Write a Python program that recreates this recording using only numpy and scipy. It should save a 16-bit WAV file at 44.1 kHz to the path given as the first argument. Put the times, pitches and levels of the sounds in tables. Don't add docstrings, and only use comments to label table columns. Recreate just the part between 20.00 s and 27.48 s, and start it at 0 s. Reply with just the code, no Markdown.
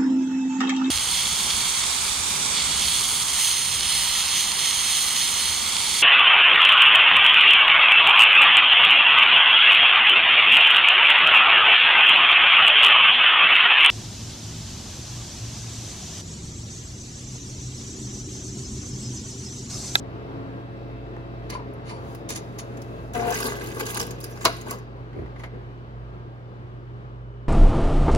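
import sys
import numpy as np
from scipy import signal
from scipy.fft import rfft, irfft, next_fast_len
from scipy.io import wavfile
from scipy.ndimage import uniform_filter1d, map_coordinates

SR = 44100
rng = np.random.default_rng(int(sys.argv[2]) if len(sys.argv) > 2 else 0)


def transcribe(u):
    v = np.clip(np.atleast_2d(u).T, -1, 1)
    q = np.round(v * 32767).astype(np.int16)
    wavfile.write(sys.argv[1], SR, q)


N = 329943

# frequency in Hz, level in dB.
DRIVE_LINES = [(275, -52.5), (330, -52), (440, -50), (552, -54.5), (657, -58), (687, -54.5), (1373, -68.5),
               (1604, -74), (2062, -72.5), (2638, -68.5), (2676, -78), (3806, -75)]
FAN_LINES = [(355, -57.5), (409, -60.5), (549, -65.5), (1071, -75.5), (1610, -74)]
DRIVE_TONES_DB, FAN_TONES_DB = -0.5, 2
# frequency in Hz, density in dB per Hz.
GEAR_SPECTRUM = [(25, -30.5), (80, -12.5), (170, -5), (330, -2), (500, -6), (800, -10.5), (1200, -18),
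                 (2000, -22.5), (2800, -28.5), (4500, -33.5), (7000, -49.5), (10000, -55), (15000, -57.5)]
FAN_SPECTRUM = [(25, -45.5), (80, 7.5), (170, 3.5), (260, -3.5), (420, -2), (700, -9), (1200, -7.5),
                (2000, -20), (3000, -24.5), (4500, -33), (7000, -44), (10000, -54.5), (15000, -58)]
GEAR_WAVER_DB = 1.8
DRIVE_DB, COAST_S, COAST_DB_PER_S = -41.5, 3.63, 3.0
TONES_COAST_DB_PER_S = 3.5
STOP_S, STOP_DB_PER_S = 6.92, 18
FAN_DB, FAN_EASE_DB_PER_S = -42, 0.44
# start in seconds, rise in seconds, hold in seconds, dB over its usual level.
DRONES = [(0, 0.025, 0.13, 9.5), (0.206, 0.061, 0.23, 10.5), (.58, 0.053, .04, 3), (0.923, 0.088, .04, 2),
          (1.596, 0.043, 0.043, 8.5)]
DRONE_T60_S = 0.25
ROTOR_DB, BEAT_DEPTH_DB, BEAT_S, FIRST_DIP_S = -47, 2.5, 2.12, 0.22
WHINE_HZ, WHINE_DB, WHINE_FROM_S = 2966, -76.5, 4.5

# time in seconds, level in dB.
BUMPS = [(1.164, -33.5), (1.558, -34), (2.303, -28), (2.698, -30), (2.744, -32.5), (3.487, -28),
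         (3.763, -28), (3.829, -27), (3.97, -29.5), (4.091, -29), (5.534, -29.5)]
BUMP_T60_S = 0.23
# frequency in Hz, density in dB per Hz.
BUMP_SPECTRUM = [(40, -47), (100, 0.5), (200, -6.5), (350, -1), (500, -8), (750, -19.5), (1200, -26.5),
                 (2000, -28), (4000, -63.5)]
# time in seconds, level in dB, t60 in seconds.
CLACKS = [(1.165, -39, 0.025), (5.131, -45.5, 0.099), (5.26, -45, 0.052), (5.361, -41.5, 0.074),
          (5.398, -43.5, 0.18), (5.436, -32, 0.11)]
# frequency in Hz, density in dB per Hz.
CLACK_SPECTRUM = [(100, -28), (700, 4.5), (1300, -2.5), (1750, -2), (2100, 4.5), (2450, -12), (2750, -10),
                  (3400, -14.5), (6000, -26), (14000, -40)]

# start in seconds, rise in seconds, hold in seconds, scuff level in dB, grit level in dB.
STEPS = [(1.492, 0.0055, 0.0067, -38, -54), (1.512, 0.013, 0.018, -37.5, -56),
         (1.826, 0.075, 0.0042, -38.5, -52), (2.282, 0.011, 0.037, -40.5, -39),
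         (2.343, 0.0093, 0.025, -45, -42), (2.575, 0.017, 0.0053, -42, -38.5),
         (5.127, 0.031, 0.055, -62, -82), (5.359, 0.033, 0.064, -57, -65.5)]
SCUFF_T60_S, GRIT_T60_S = 0.12, 0.077
# frequency in Hz, width in Hz, level in dB.
SOLE_MODES = [(1140, 120, 0.5), (2070, 110, 0.5), (2500, 79, -3), (2920, 63, -3.5), (3980, 100, -5),
              (4270, 71, -1), (4740, 140, -6), (5340, 74, -15), (6000, 74, -14)]
GRIT_MODES = [(3670, 52, 2), (5640, 110, -7), (6080, 55, 1), (6750, 250, 1.5), (10060, 160, -4.5)]
SOLE_DB, GRIT_RING_DB = -5, -1
# frequency in Hz, density in dB per Hz.
SCUFF_SPECTRUM = [(250, -36), (500, 8), (750, -3.5), (1000, 4), (1500, -5), (2000, -3), (2400, -3.5),
                  (3300, -7.5), (4600, -8), (5600, -32), (7000, -35), (9500, -11), (12500, -39)]
GRIT_SPECTRUM = [(300, -38), (2000, -4), (4000, -3), (6500, -0.5), (10000, -4), (15000, -26)]
# time in seconds, level in dB, t60 in seconds.
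CLICKS = [(1.501, -33, .045), (1.54, -45, 0.14), (1.895, -46.5, 0.37)]
# frequency in Hz, width in Hz, level in dB.
CLICK_MODES = [(2000, 120, -5), (2400, 100, 4), (2950, 90, -2), (4610, 170, 4), (5600, 110, -3),
               (5950, 90, -6), (6830, 100, -6), (7370, 120, -5), (9670, 440, -8)]
# time in seconds, level in dB, t60 in seconds, pitch in Hz.
HEELS = [(1.549, -33, 0.16, 1050), (1.592, -36.5, 0.12, 950), (1.909, -38.5, 0.22, 960),
         (1.956, -43, .14, 900)]
# frequency in Hz, density in dB per Hz.
HEEL_SPECTRUM = [(400, -32), (780, 0), (930, 5), (1100, -9), (1300, -11), (2500, -28), (8000, -63)]
HEEL_HZ = 930

# time in seconds, level in dB,
# body in dB and snap in dB relative to that level, ring in Hz.
TICKS = [(1.5007, -25, -7, -24, 5720), (1.736, -54.5, -17, 4, 10900), (2.149, -35.5, 1, -6.5, 5300),
         (2.2907, -20, -12, -22, 6500), (2.3034, -20, -3, -15, 7600), (2.359, -19, -10, -31, 6460),
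         (2.587, -27, -9, -11, 6740), (2.7717, -37, -1, -34, 6600), (2.818, -32, -15, -39, 5700),
         (3.1354, -29, -5, -16.5, 6750), (3.3054, -22.5, -5, -6, 6160), (3.3425, -17.5, -11, -32, 6690),
         (3.386, -18.5, -11, -22, 7100), (3.4027, -18, -14, -13, 10630), (3.4415, -25, -12, -13, 10800),
         (3.453, -23, -9, -16, 6950), (3.569, -35, -3, -20, 11500), (3.671, -29, -5, -16, 7400),
         (3.7693, -33.5, 3, -5, 2480), (3.795, -32.5, -10, 2, 11500), (3.8047, -23, -10, -13, 11500),
         (3.8555, -25.5, -8, -20, 10300), (3.8645, -21, -13, -20, 6650), (3.886, -31, -10, -20, 6900),
         (3.9078, -25.5, -14, -4, 12400), (3.9455, -24.5, -13, -8, 4200), (3.972, -16, -4, -11, 7000),
         (3.9977, -16, -5.5, -19.5, 6240), (4.0672, -33, -7.5, -3, 11500), (4.1081, -24, -4.5, -12, 6080),
         (4.2035, -34.5, -14, -4, 3400), (4.2098, -32, -10.5, -11, 5050), (4.2411, -24, -11, -5.5, 5000),
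         (4.6124, -30, -17, -15, 6800), (4.7092, -21, -11, -2.5, 7170), (4.786, -41, -11, -12, 7000),
         (5.3956, -46, 6.5, -11, 5010), (5.4372, -41, 7, -19, 2100)]
TICK_T60_S, CRACK_DB = 0.04, -10
PING_DB, PING_T60_S, PING_SCATTER = -9, 0.03, 0.12
CRINKLE_FROM_S, CRINKLE_TO_S, CRINKLE_DB, CRINKLE_SPREAD_DB = 3.3, 4.03, -33, 1.8
CRINKLE_BODY_DB, CRINKLE_SNAP_DB = -7, -10.5
CRINKLE_LOW_HZ, CRINKLE_HIGH_HZ = 4500, 12000
# frequency in Hz, density in dB per Hz.
RUSTLE_SPECTRUM = [(400, -27.5), (800, 1), (1200, 1.5), (1800, 0.5), (3000, -5), (4500, -12.5),
                   (8000, -38.5)]
HISS_SPECTRUM = [(1500, -31), (3000, -5), (4500, -1), (7000, 1.5), (10000, -3), (12500, -6.5),
                 (15500, -5.5)]
TRAY_SPECTRUM = [(40, -31), (150, 0), (250, 0), (370, 3.5), (560, -1), (900, -6.5), (1500, -22),
                 (5000, -72)]
SNAP_SPECTRUM = [(5000, -36), (8500, -5), (10500, -0.5), (15500, -7.5)]

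# start in seconds, rise in seconds, hold in seconds, level in dB.
SWISHES = [(1.845, .26, .03, -59), (2.304, 0.14, 0.64, -65.5)]
SWISH_T60_S = 0.39
ARRIVE_S, TOUCH_RISE_S, TOUCH_HOLD_S, LIGHTEN_DB_PER_S = 3.131, 0.017, 0.93, 10
TOUCH_DB = (-39, -41.5, -45)
# start in seconds, rise in seconds, hold in seconds,
# tray drumming in dB, rustle in dB, hiss in dB.
STROKES = [(3.14, 0.025, 0.14, -32, -47.5, -60), (3.287, 0.039, 0.1, -34.5, -39, -39),
           (3.435, 0.012, 0.02, -28.5, -39, -35), (3.753, 0.056, 0.012, -35, -39, -44),
           (3.847, 0.018, 0.092, -42.5, -44, -42), (3.961, 0.0064, .002, -33.5, -36, -38),
           (3.988, .006, .02, -33.5, -37, -34), (4.11, .01, .07, -47.5, -54, -62),
           (4.202, .012, 0.04, -47, -54, -51.5), (4.241, 0.017, 0.1303, -50, -55, -55.5),
           (4.393, .024, 0.02, -43, -46.5, -44), (4.441, 0.0066, 0.0043, -29, -26, -31.5),
           (4.484, 0.022, 0.12, -56.5, -55, -56), (4.645, 0.017, .02, -35.5, -48.5, -49),
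           (4.689, 0.016, .005, -38, -42.5, -41), (4.724, 0.018, 0.028, -54.5, -62, -62)]
STROKE_T60_S = (0.33, 0.16, 0.16)
SCRAPE_DB = 2.2

# start, rise, hold and t60 in seconds.
JUDDER_SHAPE, JUDDER_DB = (3.132, 0.024, 0.169, 0.019), -28.5
JUDDER_GROWS_DB_PER_S = 13
SLIP_HZ, SLIP_JITTER = 236.5, 0.011
SLIP_START_SHARE, SLIP_SETTLE_S = 0.09, 0.015
# multiple of the slip rate, level in dB.
JUDDER_ORDERS = [(1, -16.5), (2, -2), (3, 2.5), (4, -15), (5, -35), (6, -19), (7, -34), (8, -47), (9, -37),
                 (10, -27)]
# frequency in Hz, width in Hz, level in dB.
GRATE_MODES = [(570, 52, -10), (785, 69, 2), (940, 55, 2), (1175, 72, -7), (1536, 60, -3.5), (1660, 55, -8),
               (2130, 80, -11)]
GRATE_DB = -14.5
# frequency in Hz, width in Hz, level in dB.
HOLLOW_MODES = [(332, 30, 1), (413, 28, -2), (540, 30, -4.5), (704, 30, -7), (833, 25, -8.5),
                (1062, 50, -12.5)]
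HOLLOW_SHAPE, HOLLOW_DB = (3.3, 0.097, 0.32, 1.6), -41  # start, rise, hold, t60 in seconds
# time in seconds, level in dB.
FLAPS = [(3.454, -32), (3.765, -35.5), (3.803, -34.5), (3.997, -34), (4.667, -34.5), (4.711, -32),
         (4.733, -39.5)]
FLAP_T60_S = 0.16
# frequency in Hz, density in dB per Hz.
FLAP_SPECTRUM = [(120, -31.5), (350, -0.5), (560, 1), (800, -5), (1100, -3), (1600, -10.5), (2400, -24),
                 (6000, -43.5)]

# time in seconds, level in dB, t60 in seconds.
SLAPS = [(4.4485, -30, 0.048), (4.4524, -7.5, 0.031), (4.4567, -7.5, 0.043), (4.47, -38, .14)]
SLAP_SNAP = (4.4522, -9, 0.011)
# frequency in Hz, density in dB per Hz.
SLAP_SPECTRUM = [(60, -47.5), (150, -16), (350, -3.5), (650, -16), (1100, 5.5), (1650, -11.5), (2400, -9.5),
                 (3300, -7), (4300, -2.5), (6500, -6.5), (10000, -26.5), (15000, -32)]
# frequency in Hz, level in dB, t60 in seconds.
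PLASTIC_MODES = [(341, -15, .21), (657, -7, .2), (957, -8, .12), (1038, -7.5, .1), (1148, 1, .07),
                 (1296, -11, .08), (1434, -13, .2), (2192, -5.5, .08), (2380, -8, .07), (2850, -6, .09),
                 (4058, -2, .07), (4494, -9, .06), (4618, -6, .07), (5115, -9, .05)]
# time in seconds, thud in dB, knock of the boards in dB.
FOOTFALLS = [(5.152, -39, -36), (5.162, -33.5, -27), (5.187, -27.5, -37), (5.218, -31, -35)]
FOOTFALL_T60_S, BOARDS_ATTACK_S = 0.21, 0.005
# frequency in Hz, density in dB per Hz.
FOOTFALL_SPECTRUM = [(25, -18), (50, 4.5), (90, 6), (200, -3.5), (350, 3.5), (500, -5), (750, -18),
                     (1200, -27), (2000, -23.5), (4000, -56)]
# frequency in Hz, level in dB, t60 in seconds.
BOARD_MODES = [(265.2, -7.5, .1), (344.7, 1.5, 0.11), (429.6, -2, .11), (504, -4, .09), (640, -6, .07),
               (770, -7, .06)]

# frequency in Hz, t60 in seconds.
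ROOM_T60 = [(200, 0.149), (1000, 0.46), (4000, 0.61), (8000, 0.13), (15000, 0.25)]
# frequency in Hz, likeness from 0 to 1.
ALIKE = [(150, 1), (400, 0.69), (900, 0.75), (1400, 0.62), (2800, 0.23), (5000, 0.055), (7000, 0.18),
         (8000, 1)]
# frequency in Hz, left over right in dB.
LEAN = [(100, -2.5), (180, -0.5), (300, 2.5), (500, 2), (750, 4), (1200, 2), (2000, 0.5), (3500, 0.5),
        (5500, -2.5), (8000, 0)]
# frequency in Hz, radians by which left leads.
LEAD = [(0, .3), (300, .55), (800, 1.6), (2760, 3.14), (16540, -12.57)]
AHEAD_LEAD = [(0, .2), (1200, .9), (2760, 2.3), (4000, .7), (5200, 1), (8270, -2.5), (16540, -12.57)]
MACHINE_LEAD = [(0, .3), (300, .8), (950, 2.3), (1500, 3.1), (2700, 3.8), (16540, 6.28)]
TOP_HZ = 15850


def amp(db):
    return 10 ** (np.asarray(db) / 20)


def unit(x):
    return x / np.sqrt(np.mean(x ** 2) + 1e-20)


def seconds():
    return np.arange(N) / SR


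def white():
    return rng.standard_normal((2, N))


def along(points, hz):
    f, v = np.transpose(points)
    return np.interp(np.log(hz + 1), np.log(f + 1), v)


def wobble(rate):
    knots = rng.standard_normal(int(N * rate / SR) + 4)
    return map_coordinates(knots, [np.arange(N) * rate / SR])


def swell(start, rise, hold, t60):
    t = seconds() - start
    attack = np.clip(t / max(rise, 1e-3), 0, 1) ** 2
    return attack * amp(-60 * np.maximum(t - rise - hold, 0) / max(t60, 1e-2))


def filtered(x, response):
    m = next_fast_len(N + SR // 4)
    return irfft(rfft(x, m) * response(np.fft.rfftfreq(m, 1 / SR)), m)[..., :N]


def coloured(x, spectrum, size=4096):
    cepstrum = irfft(np.log(amp(along(spectrum, np.fft.rfftfreq(size, 1 / SR)))))
    folded = np.r_[cepstrum[0], 2 * cepstrum[1:size // 2]]
    kernel = irfft(np.exp(rfft(folded, size)))
    return signal.oaconvolve(x, kernel[None] / np.linalg.norm(kernel), axes=1)[:, :N]


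def noise(spectrum):
    return coloured(white(), spectrum)


def resonant(x, peaks):
    def response(f):
        total = 0
        for k, (centre, width, db) in enumerate(peaks):
            damping = 1j * f * width
            total = total + (-1) ** k * amp(db) * damping / (centre ** 2 - f * f + damping)
        return total
    return unit(filtered(x, response))


def patchy(pair, depth_db, size=1024):
    z = signal.stft(pair, nperseg=size)[2]
    field = uniform_filter1d(rng.standard_normal(z.shape[1:]), size=6, axis=0)
    field = uniform_filter1d(field, size=9, axis=1)
    return unit(signal.istft(z * amp(depth_db * unit(field)), nperseg=size)[1][:, :N])


def add_at(out, s, sound):
    out[:, round(s * SR):][:, :sound.shape[1]] += sound


def bursts(rows):
    out, t = np.zeros((2, N + SR)), np.arange(SR // 3) / SR
    for s, db, t60 in rows:
        decay = amp(db - 60 * t / max(t60, 0.003))
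        add_at(out, s, decay * rng.standard_normal((2, len(t))))
    return out[:, :N]


def at_ports(phase, hz, lead):
    sides = np.array([[1], [-1]]) / 2
    return np.sqrt(2) * amp(sides * along(LEAN, hz)) * np.sin(phase + sides * lead)


def tone(hz, drift_hz, flutter_db, lead):
    phase = 2 * np.pi * (np.cumsum(hz + drift_hz * wobble(9)) / SR + rng.random())
    return at_ports(phase, hz, lead) * amp(flutter_db * wobble(5.3))


def drive_db():
    t = seconds()
    return -COAST_DB_PER_S * np.maximum(t - COAST_S, 0) - STOP_DB_PER_S * np.maximum(t - STOP_S, 0)


def machine_air():
    gear_gain = amp(DRIVE_DB + drive_db() + 0.65 * wobble(12))
    gears = gear_gain * patchy(noise(GEAR_SPECTRUM), GEAR_WAVER_DB)
    fan_gain = amp(FAN_DB - FAN_EASE_DB_PER_S * seconds() + 1.3 * wobble(6.8))
    return gears + fan_gain * noise(FAN_SPECTRUM)


def mains_hum():
    return amp(-40.0) * tone(120.1, drift_hz=0.29, flutter_db=0.1, lead=0.48)


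def rotor_hum():
    beat_db = -BEAT_DEPTH_DB * np.cos(2 * np.pi * (seconds() - FIRST_DIP_S) / BEAT_S)
    return amp(ROTOR_DB + beat_db) * tone(54.6, drift_hz=0.54, flutter_db=2.0, lead=0.3)


def drive_lines():
    lines = [amp(db) * tone(hz, drift_hz=1.07, flutter_db=1.6, lead=1.0) for hz, db in DRIVE_LINES]
    surge = sum((amp(db) - 1) * swell(s, rise, hold, DRONE_T60_S) for s, rise, hold, db in DRONES)
    fade_db = -TONES_COAST_DB_PER_S * np.maximum(seconds() - COAST_S, 0)
    return amp(DRIVE_TONES_DB + drive_db() + fade_db) * (sum(lines) + surge * lines[0])


def fan_lines():
    blades = sum(amp(db) * tone(hz, drift_hz=1.31, flutter_db=4.5, lead=0.98) for hz, db in FAN_LINES)
    return amp(FAN_TONES_DB - FAN_EASE_DB_PER_S * seconds()) * blades


def bumps():
    return amp(-5.5) * coloured(bursts([(s, db, BUMP_T60_S) for s, db in BUMPS]), BUMP_SPECTRUM)


def clacks():
    return coloured(bursts(CLACKS), CLACK_SPECTRUM)


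def soles():
    scuff = sum(amp(db) * swell(s, rise, hold, SCUFF_T60_S) for s, rise, hold, db, _ in STEPS)
    grit = sum(amp(db) * swell(s, rise, hold, GRIT_T60_S) for s, rise, hold, _, db in STEPS)
    grain = unit(amp(2.4 * wobble(500)))
    rub = amp(-4.5) * noise(SCUFF_SPECTRUM) + amp(SOLE_DB) * resonant(grain * white(), SOLE_MODES)
    grind = amp(-0.5) * noise(GRIT_SPECTRUM) + amp(GRIT_RING_DB) * resonant(white(), GRIT_MODES)
    return scuff * rub + grain * grit * grind


def crinkles(count=16):
    times = rng.uniform(CRINKLE_FROM_S, CRINKLE_TO_S, count)
    levels = CRINKLE_DB + CRINKLE_SPREAD_DB * rng.standard_normal(count)
    pitches = CRINKLE_LOW_HZ * (CRINKLE_HIGH_HZ / CRINKLE_LOW_HZ) ** rng.random(count)
    return [(s, db, CRINKLE_BODY_DB, CRINKLE_SNAP_DB, hz) for s, db, hz in zip(times, levels, pitches)]


def pings(rows):
    out, t = np.zeros((2, N + SR)), np.arange(SR // 20) / SR
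    spread = np.linspace(0, 1, 4)[:, None]
    for s, db, hz in rows:
        detune, phase = rng.standard_normal((2, 2, 4, 1))
        mode_hz = hz * np.exp(PING_SCATTER * detune * spread)
        modes = np.sin(2 * np.pi * (mode_hz * t + phase)).mean(axis=1)
        add_at(out, s, 2 * amp(db + PING_DB - 60 * t / PING_T60_S) * modes)
    return out[:, :N]


def ticks():
    rows = TICKS + crinkles()
    crack = bursts([(s, db + CRACK_DB, TICK_T60_S) for s, db, *_ in rows])
    body = bursts([(s, db + body_db - 7.0, TICK_T60_S) for s, db, body_db, *_ in rows])
    snap = bursts([(s, db + snap_db + 1.5, 0.4 * TICK_T60_S) for s, db, _, snap_db, _ in rows])
    ring = pings([(s, db, hz) for s, db, *_, hz in rows])
    return (coloured(crack, HISS_SPECTRUM) + coloured(body, RUSTLE_SPECTRUM)
            + coloured(snap, SNAP_SPECTRUM) + ring)


def heel_clicks():
    gain = sum(amp(db) * swell(s, 0.00074, 0, t60) for s, db, t60 in CLICKS)
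    return gain * resonant(white(), CLICK_MODES)


def heel_knocks():
    out = np.zeros((2, N))
    for s, db, t60, hz in HEELS:
        shifted = [(f * hz / HEEL_HZ, level) for f, level in HEEL_SPECTRUM]
        out += coloured(bursts([(s, db, t60)]), shifted)
    return out


def swishes():
    gain = sum(amp(db) * swell(s, rise, hold, SWISH_T60_S) for s, rise, hold, db in SWISHES)
    return gain * noise(HISS_SPECTRUM)


def rubbing():
    lighten_db = -LIGHTEN_DB_PER_S * np.maximum(seconds() - ARRIVE_S, 0)
    layers = []
    for k, t60 in enumerate(STROKE_T60_S):
        touch = amp(TOUCH_DB[k] + lighten_db) * swell(ARRIVE_S, TOUCH_RISE_S, TOUCH_HOLD_S, t60)
        strokes = [amp(levels[k]) * swell(s, rise, hold, t60) for s, rise, hold, *levels in STROKES]
        layers.append(np.linalg.norm([touch, *strokes], axis=0))
    return layers


def crackle(rate, life, spread_db, size=256):
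    when, pitch, strength, side = rng.random((int(rate * N / SR), 4)).T
    t = np.arange(size) / SR
    grains = np.exp(-t / life) * np.sin(2 * np.pi * TOP_HZ * pitch[:, None] * t)
    grains *= amp(spread_db * strength ** 3)[:, None]
    starts = (when * (N - size) + N * (side > 0.5)).astype(int)
    index = starts[:, None] + np.arange(size)
    return unit(np.bincount(index.ravel(), grains.ravel(), 2 * N).reshape(2, N))


def sliding_sheet():
    drum, rustle, hiss = rubbing()
    clumps = unit(amp(2 * wobble(500) + 1.7 * wobble(60)))
    friction = clumps * unit(crackle(rate=3500, life=0.0006, spread_db=16) + 0.65 * white())
    rustling = patchy(coloured(friction, RUSTLE_SPECTRUM), SCRAPE_DB, size=512)
    hissing = patchy(coloured(friction[::-1], HISS_SPECTRUM), SCRAPE_DB, size=384)
    return amp(3.5) * rustle * rustling + amp(2.5) * hiss * hissing + drum * noise(TRAY_SPECTRUM)


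def judder():
    shape = swell(*JUDDER_SHAPE)
    on = shape > 1e-4
    t = seconds()[on] - JUDDER_SHAPE[0]
    press = amp(JUDDER_DB + JUDDER_GROWS_DB_PER_S * t)
    settle = SLIP_START_SHARE * np.exp(-t / SLIP_SETTLE_S)
    slip_hz = SLIP_HZ * (1 + settle + SLIP_JITTER * wobble(240)[on])
    phase = 2 * np.pi * np.cumsum(slip_hz) / SR
    grate = resonant(rng.standard_normal(N), GRATE_MODES)[on]
    buzz = np.zeros((2, N))
    buzz[:, on] = press * amp(GRATE_DB) * (1 + np.cos(phase)) * grate
    for k, level in JUDDER_ORDERS:
        rough_db = (1.2 - 0.1 * level) * wobble(140)[on]
        buzz[:, on] += press * amp(level - 5.0 + rough_db) * at_ports(k * phase, k * SLIP_HZ, lead=1.5)
    return shape * buzz


def hollow():
    return amp(HOLLOW_DB) * swell(*HOLLOW_SHAPE) * resonant(white(), HOLLOW_MODES)


def flaps():
    return coloured(bursts([(s, db, FLAP_T60_S) for s, db in FLAPS]), FLAP_SPECTRUM)


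def slaps():
    ring, t = np.zeros((2, N + SR)), np.arange(SR // 3) / SR
    for s, db, _ in SLAPS:
        modes = 0
        for hz, level, t60 in PLASTIC_MODES:
            scatter = 0.012 * np.cumsum(rng.standard_normal((2, len(t))), axis=1)
            phase = rng.random((2, 1)) + scatter
            modes = modes + amp(level - 60 * t / t60) * np.sin(2 * np.pi * (hz * t + phase))
        add_at(ring, s, amp(db - 9.5) * modes * (1 - np.exp(-t / 0.00037)))
    crack = amp(-5.0) * coloured(bursts(SLAPS), SLAP_SPECTRUM)
    return crack + coloured(bursts([SLAP_SNAP]), SNAP_SPECTRUM) + ring[:, :N]


def whine():
    fade_in = np.clip(seconds() - WHINE_FROM_S, 0, 0.5) * 2
    return amp(WHINE_DB) * fade_in * tone(WHINE_HZ, drift_hz=2.0, flutter_db=3.5, lead=0.95)


def footfall():
    thuds = bursts([(s, db, FOOTFALL_T60_S) for s, db, _ in FOOTFALLS])
    knock, t = np.zeros((2, N + SR)), np.arange(SR // 3) / SR
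    for s, _, db in FOOTFALLS:
        modes = 0
        for hz, level, t60 in BOARD_MODES:
            sine = np.sin(2 * np.pi * (hz * t + rng.random((2, 1))))
            modes = modes + amp(level - 60 * t / t60) * sine
        add_at(knock, s, amp(db) * modes * (1 - np.exp(-t / BOARDS_ATTACK_S)))
    return (coloured(thuds, FOOTFALL_SPECTRUM) + knock[:, :N]) * amp([[-3], [3]])


def panels(pair, echo_db, span, count=8):
    out = pair.copy()
    for left, right, sign in rng.random((count, 3)):
        for channel, share in enumerate((left, right)):
            lag = int((0.0005 + share * span) * SR) + 1
            out[channel, lag:] += np.sign(sign - 0.5) * amp(echo_db) * pair[channel, :-lag]
    return out / np.sqrt(1 + count * amp(echo_db) ** 2)


def room(pair):
    hz, t, z = signal.stft(rng.standard_normal((2, SR // 2)), SR, nperseg=256)
    decay = amp(-60 * t / along(ROOM_T60, hz)[:, None])
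    tail = signal.istft(z * decay, SR, nperseg=256)[1]
    return signal.oaconvolve(pair, tail / np.linalg.norm(tail[0]), axes=1)[:, :N]


def ports(pair, lead):
    def blend(hz):
        turn = np.arccos(np.clip(along(ALIKE, hz), 0, 1)) / 2
        return np.array([np.cos(turn), np.sin(turn)])

    def left_and_right(hz):
        left = amp(along(LEAN, hz) / 2) * np.exp(0.5j * np.interp(hz, *np.transpose(lead)))
        return np.array([left, 1 / left])

    mid, side = filtered(pair, blend)
    return filtered(np.array([mid + side, mid - side]), left_and_right)


def scene():
    lines = mains_hum() + rotor_hum() + drive_lines() + fan_lines() + whine()
    paper = swishes() + sliding_sheet() + hollow() + flaps()
    near = panels(paper + ticks() + bumps(), echo_db=-10.5, span=0.006)
    far = panels(soles() + heel_clicks() + heel_knocks(), echo_db=-10.5, span=0.005)
    ahead = slaps() + footfall() + clacks()
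    tail = room(amp(-11.5) * near + amp(-16.5) * far + amp(-16.0) * ahead)
    buzz = judder() * amp([[3], [-2.5]])
    diffuse = ports(machine_air(), MACHINE_LEAD) + ports(near + far + tail, LEAD) + ports(ahead, AHEAD_LEAD)
    return diffuse + lines + buzz


def record(dry):
    rounded = dry / (1 + (dry / 0.95) ** 6) ** (1 / 6)
    return filtered(rounded, lambda hz: 1 / (1 + (hz / TOP_HZ) ** 120))


dry = scene()
out = record(dry)
transcribe(out)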